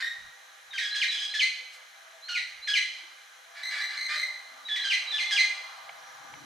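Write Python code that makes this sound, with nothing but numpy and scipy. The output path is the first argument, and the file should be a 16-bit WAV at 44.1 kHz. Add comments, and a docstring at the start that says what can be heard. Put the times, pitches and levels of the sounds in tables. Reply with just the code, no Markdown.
"""Forest edge, a woodpecker on a dead trunk a little right of the microphone, giving bursts of harsh calls.
Each call is a thin sine whistle, a held nasal note of syrinx harmonics, then a loud falling yelp.
Between them it rattles: pulses ringing the throat (a rasp) tip over into a fluttering churr.
The trees return echoes and scatter; behind is shaped noise for forest hiss, a swelling far rush and drone,
hums and puffs of air. A small far bird whistles, claws scuff, and the bark ticks twice."""
import sys
import numpy as np
from scipy import signal
from scipy.fft import rfft, irfft
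from scipy.io import wavfile

SR = 44100
rng = np.random.default_rng(int(sys.argv[2]) if len(sys.argv) > 2 else 0)


def master(y):
    """Save y as 16-bit WAV."""
    cut = np.clip(np.atleast_2d(y).T, -1, 1)
    pcm = np.round(cut * 32767)  # scale
    wavfile.write(sys.argv[1], SR, pcm.astype(np.int16))


N = 284445
TIME = np.arange(N) / SR


def from_db(db):
    """Decibels to amplitude gain."""
    return 10 ** (np.asarray(db) / 20)


def rms_one(x):
    """Scale to unit power."""
    return x / np.sqrt(np.mean(x ** 2) + 1e-20)


def at_hz(points, hz):
    """Read a table on a log-frequency axis."""
    table_hz, value = np.transpose(points)
    return np.interp(np.log(np.maximum(hz, 1)), np.log(table_hz), value)


def level(rows):
    """Gain over time from rows of start_s, level_db."""
    return from_db(np.interp(TIME, *np.transpose(rows)))


def band(x, low_hz, high_hz, order=2):
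    """Butterworth band-pass."""
    edges = [low_hz, min(high_hz, .49 * SR)]
    return signal.sosfilt(signal.butter(order, edges, "band", fs=SR, output="sos"), x)


def resonate(x, modes):
    """Parallel two-pole resonances with alternating signs; a wider one rings for less time."""
    out = 0
    for k, (hz, width, db) in enumerate(modes):
        r = np.exp(-np.pi * width / SR)
        zeros = [(1 - r * r) / 2, 0, (r * r - 1) / 2]
        poles = [1, -2 * r * np.cos(2 * np.pi * hz / SR), r * r]
        out = out + (-1) ** k * from_db(db) * signal.lfilter(zeros, poles, x)
    return out


def wobble(t, rate_hz):
    """Random wander about zero: normal draws at the given rate, joined by straight lines."""
    return np.interp(t * rate_hz, np.arange(2048), rng.standard_normal(2048))


def clock(length):
    """Time since the start of a note."""
    return np.arange(int(length * SR)) / SR


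def swell(t, attack, release):
    """Rounded rise and fall of a note."""
    rise = np.sin(np.pi / 2 * np.clip(t / attack, 0, 1))
    fall = np.sin(np.pi / 2 * np.clip((t[-1] - t) / release, 0, 1))
    return rise * fall


def sine(pitch):
    """Unit-power tone following a pitch in Hz."""
    return np.sqrt(2) * np.sin(2 * np.pi * np.cumsum(pitch) / SR)


def add(out, s, sound):
    """Mix a sound in at a time."""
    at = max(round(s * SR), 0)
    out[at:at + len(sound)] += sound[:N - at]


def pan(db):
    """Channel gains for a left-minus-right level."""
    return from_db(np.array([[1], [-1]]) * db / 2)


def stereo(mid, side, alike):
    """Left and right spectra from two independent ones, with a given correlation."""
    return np.sqrt(1 + alike) * mid + np.sqrt(1 - alike) * side * [[1], [-1]]


# how alike the background is at left and right: pitch_hz, correlation [-1 to 1]
BACKGROUND_LIKENESS = [(60, .1), (250, 0.15), (700, 0.2), (2000, 0.22), (5000, 0.76), (13000, 0.22)]
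# which side the background leans to: pitch_hz, left_minus_right_db
BACKGROUND_BALANCE = [(60, 16), (150, 6), (600, 7), (1200, 0), (3000, -1), (12000, 1)]


def noise(spectrum):
    """Steady stereo noise of a given colour, unit power in the mean of the channels."""
    hz = np.fft.rfftfreq(N, 1 / SR)
    alike = np.clip(at_hz(BACKGROUND_LIKENESS, hz), -1, 1)
    mid, side = rfft(rng.standard_normal((2, N)))
    both = stereo(mid, side, alike) * pan(at_hz(BACKGROUND_BALANCE, hz))
    out = irfft(both * from_db(at_hz(spectrum, hz)), N)
    return out / out.mean(axis=0).std()


# colour of the still forest: pitch_hz, level_db [per Hz]
FOREST_COLOUR = [(100, -40), (200, -29.5), (330, -17.5), (480, -19), (700, -10.5), (1100, -5), (1600, 6.5),
                 (2100, 0), (2800, -1), (4000, -2), (4800, -13), (6200, -3), (8200, -17), (10000, -12),
                 (15000, -23)]
FOREST_DB = -55
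# colour of the far rush: pitch_hz, level_db [per Hz]
RUSH_COLOUR = [(120, -29), (290, -39), (390, -28), (500, -18), (750, -0.5), (1100, 3), (1600, 2.5),
               (2300, -7), (4000, -8), (6000, -19), (10000, -26)]
# swelling of the far rush: start_s, level_db
RUSH_SWELL = [(0, -64), (3.3, -65), (3.8, -58), (4.6, -56), (5.2, -52.5), (5.7, -52), (6.1, -53),
              (6.45, -56)]


def forest_and_rush():
    """Forest hiss and a far rush; moving air fades the far sound in and out, band by band."""
    steady = from_db(FOREST_DB) * noise(FOREST_COLOUR) + level(RUSH_SWELL) * noise(RUSH_COLOUR)
    fading = 0
    for hz in (504, 670, 910, 1250):
        fading = fading + band(steady, hz / 1.18, hz * 1.18, order=1) * .27 * wobble(TIME, 11)
    return steady + fading


# swelling of the far low drone: start_s, level_db
DRONE_SWELL = [(0, -105), (5.4, -100), (5.9, -80), (6.15, -77), (6.3, -64.5), (6.45, -57.5)]


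def far_drone():
    """A far low drone: noise with humps near 140 and 290 Hz."""
    # pitch_hz, level_db [per Hz]
    colour = [(30, -32), (90, 1), (140, 13.0), (200, -1), (290, 10.5), (450, -10), (900, -43)]
    return level(DRONE_SWELL) * noise(colour)


# faint far hums: centre_s, pitch_hz, level_db
FAR_HUMS = [(.9, 343, -77), (2.13, 668, -73.5), (2.98, 330.7, -76.5), (3.64, 685, -68.5), (4.236, 605, -67),
            (4.62, 254, -75.5)]
HUM_HALF_S = .16   # half the length of a hum


def far_hums(white):
    """Narrow bands of noise, each under a flat-topped swell."""
    out = 0
    for s, hz, db in FAR_HUMS:
        shape = np.exp(-((TIME - s) / HUM_HALF_S) ** 4)
        out = out + from_db(db) * shape * rms_one(band(white, hz - 25, hz + 25))
    return out


# puffs of air on the microphone: centre_s, half_width_s, level_db
AIR_PUFFS = [(0.242, 0.064, -65), (.71, 0.078, -80), (1.22, 0.1, -83), (2.44, 0.04, -72),
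             (2.58, 0.081, -77), (2.92, 0.052, -77), (4.86, 0.021, -75)]
AIR_FLOOR_DB, AIR_SWING_DB = -107, 7   # faint stirring of the air, also between the puffs


def air_on_microphone(white):
    """Low noise in light puffs over a faint random stirring, stronger on the right."""
    gusts = sum(from_db(db) * np.exp(-((TIME - s) / width) ** 4) for s, width, db in AIR_PUFFS)
    stirring = from_db(AIR_FLOOR_DB + AIR_SWING_DB * wobble(TIME, 12))
    return (gusts + stirring) * rms_one(band(white, 25, 130)) * pan(-6)


def background():
    """Everything behind the birds; hums and puffs are filtered from the same noise."""
    white = rng.standard_normal((2, N))
    return forest_and_rush() + far_drone() + far_hums(white[0]) + air_on_microphone(white)


# small far bird, thin arched whistles: start_s, length_s, pitch_hz [before arch and wander], level_db
SMALL_BIRD_WHISTLES = [(5.98, .175, 5790, -62), (6.22, .19, 5900, -62), (6.05, .12, 6850, -72),
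                       (6.25, .15, 7150, -70)]


def small_bird(arch=0.0186):
    """Thin sine whistles that swell softly and arch a little in pitch."""
    out = np.zeros(N)
    for s, length, hz, db in SMALL_BIRD_WHISTLES:
        t = clock(length)
        pitch = hz * (1 + arch * (np.sin(2.3 * t / length) - .8) + 0.006 * wobble(t, 192))
        add(out, s, from_db(db) * swell(t, 0.018, 0.01) * sine(pitch))
    return out


# dry ticks on the bark: start_s, peak_db
BARK_TICKS = [(5.891, -32), (6.336, -36)]
# resonances of the bark under a tick: pitch_hz, width_hz, level_db
BARK_MODES = [(818, 110, 2), (2140, 350, -2), (3100, 500, -8.5)]
SCUFF_S, SCUFF_WIDTH_S, SCUFF_DB = 1.748, .022, -54   # claws shift on the bark


def bark():
    """A scuff of claws as a hump of noise, and short bursts of noise that ring the bark as ticks."""
    scrape = rms_one(signal.lfilter([1], [1, -.7], band(rng.standard_normal(N), 1900, 11000)))
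    out = from_db(SCUFF_DB) * np.exp(-((TIME - SCUFF_S) / SCUFF_WIDTH_S) ** 2 / 2) * scrape
    t = clock(.03)
    for s, db in BARK_TICKS:
        crunch = rng.standard_normal(len(t)) * np.exp(-((t - .003) / 0.0032) ** 2)
        tick = band(resonate(crunch, BARK_MODES), 800, 5000)
        add(out, s, from_db(db) * tick / np.abs(tick).max())
    return out


# decay of the forest tail: pitch_hz, t60_s
FOREST_DECAY = [(900, 0.84), (1500, 0.56), (2200, 0.93), (4000, 1), (7000, 0.98), (14000, 0.16)]


def scatter(near_db=-4, near_t60=0.45, far_db=-7, build_up=0.028, alike=0.75):
    """Stereo response of the trees: quick scatter from near branches and a long tail from the forest."""
    t, edges = clock(1), [500, 1200, 1800, 3000, 5000, 9000, 16000]
    mid, side = rfft(rng.standard_normal((2, len(t))))
    hz = np.fft.rfftfreq(len(t), 1 / SR)
    both = stereo(mid, side, alike)
    onset = 1 - np.exp(-t / build_up)
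    response = 0
    for low, high in zip(edges, edges[1:]):
        far_t60 = at_hz(FOREST_DECAY, np.sqrt(low * high))
        near = from_db(near_db) * rms_one(onset * from_db(-60 * t / near_t60))
        far = from_db(far_db) * rms_one(onset * from_db(-60 * t / far_t60))
        in_band = (hz >= low) & (hz < high)
        response = response + irfft(both * in_band, len(t)) * np.hypot(near, far)
    return response / np.sqrt(2 * len(t))


# echoes off trunk, ground and near trees: delay_s, level_db, left_minus_right_db
TREE_ECHOES = [(.0093, -12.5, 18.5), (0.019, -15.5, -17.5), (0.033, -9.5, -3.5), (.052, -11.5, 12)]


def trees(x):
    """Distinct echoes plus scatter, drawn afresh every third of a second and crossfaded,
    so no one random pattern of reflections lasts."""
    out = x
    for delay, db, side_db in TREE_ECHOES:
        out = out + from_db(db) * pan(side_db) * np.interp(TIME - delay, TIME, x, left=0)
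    hop = SR // 3
    for centre in range(0, N + hop, hop):
        at = np.arange(max(centre - hop, 0), min(centre + hop, N))
        piece = x[at] * np.cos(np.pi / 2 * (at - centre) / hop)   # crossfades with its neighbours
        for channel, wet in zip(out, signal.fftconvolve(piece[None], scatter(), axes=1)):
            add(channel, at[0] / SR, wet)
    return out


# response of the woodpecker's throat: pitch_hz, level_db
THROAT_RESPONSE = [(1400, -7), (2000, -2), (3000, 3), (4200, -0.5), (5300, -8.5), (6200, -4.5), (7200, -17),
                   (8200, -13.5), (10200, -27.5), (12200, -35), (14200, -26.5), (16000, -65)]


def syrinx(t, hz, second_db, upper_db, jitter, shimmer, slope_db, hiss_db):
    """Harmonics of an unsteady membrane, with air noise released each cycle, shaped by the throat."""
    phase = 2 * np.pi * np.cumsum(hz * (1 + jitter * wobble(t, 872.6))) / SR
    tone = 0
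    for k in range(1, 10):
        if k == 1:
            db = 0
        elif k == 2:
            db = second_db
        else:
            db = upper_db + slope_db * np.log2(k / 3)
        audible = k * hz < SR / 2
        tone = tone + from_db(db + at_hz(THROAT_RESPONSE, k * hz)) * audible * np.sin(k * phase)
    breath = rng.standard_normal(len(t)) * (1 + np.cos(phase))
    throat = from_db(at_hz(THROAT_RESPONSE, np.fft.rfftfreq(len(t), 1 / SR)))
    air = rms_one(band(irfft(rfft(breath) * throat, len(t)), 2150, 23000, order=3))
    return np.sqrt(2) * tone * (1 + shimmer * wobble(t, 700)) + from_db(hiss_db + upper_db) * air


# throat resonances rung by a rasp: pitch_hz, width_hz, level_db
RASP_RESONANCES = [(1690, 373, 10), (2410, 380, 7), (3700, 2300, 2.5), (4940, 1520, -2), (7600, 830, -42)]
RASP_RISE, RASP_RELEASE_S = .06, 0.046   # rise of the pulse rate as a share of it


def rasp(length, rate, db, hiss=0.064, attack_share=0.28):
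    """Slow pulses of the syrinx, by turns strong and weak, ring the throat."""
    t = clock(length)
    unsteady = 1 + .014 * wobble(t, 500)
    cycles = np.cumsum(rate * (1 + RASP_RISE * (t / length - .5)) * unsteady) / SR
    strength = from_db(2 * np.cos(np.pi * cycles) + 2.2 * wobble(t, 600))
    pulses = np.diff(np.floor(cycles), prepend=0) * strength   # one for each whole cycle passed
    buzz = band(resonate(pulses + hiss * wobble(t, SR / 4), RASP_RESONANCES), 1440, 8000)
    return from_db(db) * swell(t, attack_share * length, RASP_RELEASE_S) * rms_one(buzz)


CHURR_RISE = 0.0377   # rise in pitch as a share of it
FLUTTER_DEPTH = .6   # swing of a churr's amplitude about its middle, as a share of it


def churr(length, hz, db, upper_db, flutter_hz=55, bend=0.0294):
    """Each flutter is a short, uneven arch in both pitch and loudness."""
    t = clock(length)
    flutter = -np.cos(2 * np.pi * flutter_hz * t + 0.36 * wobble(t, 53.5))
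    waver = 1 + .022 * wobble(t, 140)
    pitch = hz * (1 + CHURR_RISE * (t / length - .5)) * (1 + bend * (flutter - .5)) * waver
    tone = syrinx(t, pitch, upper_db, upper_db - 7.0, jitter=0.02, shimmer=0.36, slope_db=8.0, hiss_db=-14)
    return from_db(db) * swell(t, 0.0013, 0.025) * (1 + FLUTTER_DEPTH * flutter) * tone


# rattles, a rasp tipping over into a churr; levels before throat, flutter and trees:
# start_s, rasp_s [before overlap], pulse_rate [per s], rasp_db,
# churr_s, churr_hz [before rise and flutter], churr_db, overtones_db [second harmonic]
RATTLE_CALLS = [(0, .02, 520, -30.5, 0.0758, 1904, -30, -10),
                (3.544, 0.084, 570, -43, 0.08, 1998, -37.5, -2),
                (3.693, .119, 572, -33.5, .055, 1987, -34, -4.5),
                (3.883, .086, 575, -38, 0.12, 2103, -37, -2),
                (4.084, 0.07, 612, -30.5, 0.0999, 2029, -34, -4),
                (4.275, .02, 600, -52, 0.0924, 2008, -45, -13)]
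RASP_OVERLAP_S = .02   # the rasp dies away under the start of the churr


def rattles():
    """Each rasp, the slow buzz of the syrinx, runs straight into its churr."""
    out = np.zeros(N)
    for s, rasp_s, rate, rasp_db, churr_s, churr_hz, churr_db, upper_db in RATTLE_CALLS:
        add(out, s, rasp(rasp_s + RASP_OVERLAP_S, rate, rasp_db))
        add(out, s + rasp_s, churr(churr_s, churr_hz, churr_db, upper_db))
    return out


WHISTLE_START_HZ = 3900   # every whistle sets out from about this pitch


def whistle(length, end_hz, db, jitter=0.0032, attack_share=0.39):
    """A nearly pure tone that swells and eases towards its end pitch."""
    t = clock(length)
    glide = WHISTLE_START_HZ + (end_hz - WHISTLE_START_HZ) * np.sin(np.pi / 2 * t / length)
    pitch = glide * (1 + jitter * wobble(t, 420))
    return from_db(db) * swell(t, attack_share * length, 0.0033) * sine(pitch)


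def nasal(length, hz, db, fade_db, second_db, upper_db, snap_s=.003, thin_db=16, sag=0.038, quaver_db=2):
    """The pitch snaps down about an octave, quavers, then sags; overtones come in as it settles."""
    t = clock(length)
    tension = np.exp(-t / snap_s)
    waver = 1 + .012 * wobble(t, 130)
    pitch = hz * (1.005 + 1.2 * tension - sag * (t / length) ** 5) * waver
    tone = syrinx(t, pitch, second_db - thin_db * np.sqrt(tension), upper_db - thin_db * tension,
                  jitter=0.014, shimmer=0.14, slope_db=-12.5, hiss_db=-0.5)
    loudness_db = db + fade_db * (.5 - t / length) + quaver_db * wobble(t, 121)
    return from_db(loudness_db) * swell(t, 0.0095, 0.022) * tone


YELP_RATTLE = .22   # depth of the rattle at the bottom of a yelp, share of amplitude
YELP_ATTACK_S, YELP_UPPER_DB = 0.0074, -10


def yelp(length, fall, start_hz, end_hz, db, lift=0.079, lift_s=0.0088, rattle_hz=340):
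    """From a high start the pitch slides down and lifts at the end; the voice richens and rattles."""
    t = clock(length)
    tension = np.maximum(1 - t / fall, 0) ** 2
    pitch = (end_hz + (start_hz - end_hz) * tension) * (1 + lift * np.exp((t - length) / lift_s))
    waver = 1 + .024 * wobble(t, 260)
    rich_db = YELP_UPPER_DB - 9 * tension
    tone = syrinx(t, pitch * waver, rich_db + 4.5, rich_db - 0.5,
                  jitter=0.024, shimmer=0.26, slope_db=-2.5, hiss_db=3)
    throb = 1 + YELP_RATTLE * (1 - tension) * np.sin(2 * np.pi * rattle_hz * t + wobble(t, 140))
    return from_db(db) * swell(t, YELP_ATTACK_S, 0.027) * throb * tone


# calls, a whistle breaking to a nasal note that leaps into a yelp; levels before throat and trees:
# break_s, whistle_s [before slur], whistle_end_hz, whistle_db,
# hold_s [before slur], note_hz [before snap and sag], note_db, second_harmonic_db, upper_harmonics_db,
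# yelp_s, fall_s, yelp_end_hz [before the last lift], yelp_db, linger_s
CRY_CALLS = [(0.73, 0.025, 3640, -41.5,   0.046, 1563, -34, -6, -11,   0.043, 0.015, 1850, -27,   0.108),
             (0.944, 0.043, 4140, -36,   0.067, 1663, -31, -3, -5.5,   0.05, 0.035, 1830, -25,   0),
             (1.103, 0.026, 3960, -31,   0.06, 1678, -37, 3.5, -0.5,   .04, 0.0318, 3044, -35.5,   0.09),
             (1.335, 0.047, 4140, -41.5,   0.056, 1692, -29, -7.5, -8,   0.062, .04, 2027, -24,   0),
             (2.281, 0.064, 4296, -47.5,   0.057, 1427, -32.5, -4.5, -8,   0.063, 0.068, 1840, -28.5,   0),
             (2.671, 0.057, 4190, -42,   0.061, 1660, -29, -3.5, -7,   0.069, 0.055, 1980, -25,   0.012),
             (4.682, 0.035, 3866, -39.5,   0.073, 1695, -34.5, 2, -13,   .04, .012, 1955, -30,   0.041),
             (4.835, .027, 4070, -35,   .063, 1579, -30, -2, -7.5,   0.064, 0.051, 1987, -24,   0),
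             (5.113, 0.046, 3935, -32,   0.063, 1733, -36.5, 7.5, -6,   0.076, 0.034, 2085, -30,   0),
             (5.304, 0.034, 4100, -42,   .056, 1646, -29.5, -1, -2,   0.072, 0.041, 2023, -23.5,   0)]
YELP_LEAP = 2.1   # a yelp starts from about this multiple of the note
SLUR_S = 0.0044   # whistle and held note each reach this far into the next part
NOTE_FADE_DB, LINGER_FADE_DB = 2, 7   # how much a note weakens while held, and while it lingers
# the lingering note grows out of the end of the yelp; level relative to it
LINGER_HZ, LINGER_DB, LINGER_OVERLAP_S = 1658, -6.5, .016


def cries():
    """Whistle, nasal note and yelp are slurred together; sometimes the voice drops back onto a note."""
    out = np.zeros(N)
    for (s, whistle_s, whistle_hz, whistle_db, hold, note_hz, note_db, second_db, upper_db,
         yelp_s, fall, yelp_hz, yelp_db, linger) in CRY_CALLS:
        add(out, s - whistle_s, whistle(whistle_s + SLUR_S, whistle_hz, whistle_db))
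        add(out, s, nasal(hold + SLUR_S, note_hz, note_db, NOTE_FADE_DB, second_db, upper_db))
        add(out, s + hold, yelp(yelp_s, fall, YELP_LEAP * note_hz, yelp_hz, yelp_db))
        if linger > LINGER_OVERLAP_S:
            after = nasal(linger, LINGER_HZ, yelp_db + LINGER_DB, LINGER_FADE_DB, second_db, upper_db)
            add(out, s + hold + yelp_s - LINGER_OVERLAP_S, after)
    return out


def scene():
    """Both birds sound among the trees, a little to the right; the bark is dry and central."""
    birds = trees(cries() + rattles() + small_bird())
    return from_db(-2.5) * birds * pan(-1.7) + bark() + background()


# resonances and notches of the microphone housing: pitch_hz, width_hz, level_db
HOUSING_PEAKS = [(509, 42, 16.5), (648, 55, 8.5), (795.7, 27.6, 12), (997, 15, 4.5), (1195.5, 29, 9),
                 (1660, 30, 5), (1843, 100, -6.5), (1850, 83, 7.5), (2097, 86, 9), (2137, 58, -7.5),
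                 (2400.5, 270, 2), (2673, 140, -10.5), (3108, 260, 1), (3630, 415, -2.5), (4050, 350, 4),
                 (5040, 60, 6.5)]


def housing(x):
    """The microphone housing as a chain of peaks and notches."""
    for hz, width, db in HOUSING_PEAKS:
        gain, half, cos = from_db(db / 2), np.pi * width / SR, np.cos(2 * np.pi * hz / SR)
        zeros = [1 + half * gain, -2 * cos, 1 - half * gain]
        poles = [1 + half / gain, -2 * cos, 1 - half / gain]
        x = signal.lfilter(zeros, poles, x)
    return x


CUTOFF_HZ = 15200


def record(dry):
    """The housing colours the sound; an elliptic low-pass cuts the top steeply."""
    low_pass = signal.ellip(10, .2, 90, CUTOFF_HZ, fs=SR, output="sos")
    return signal.sosfilt(low_pass, housing(dry))


dry = scene()
out = record(dry)
master(out)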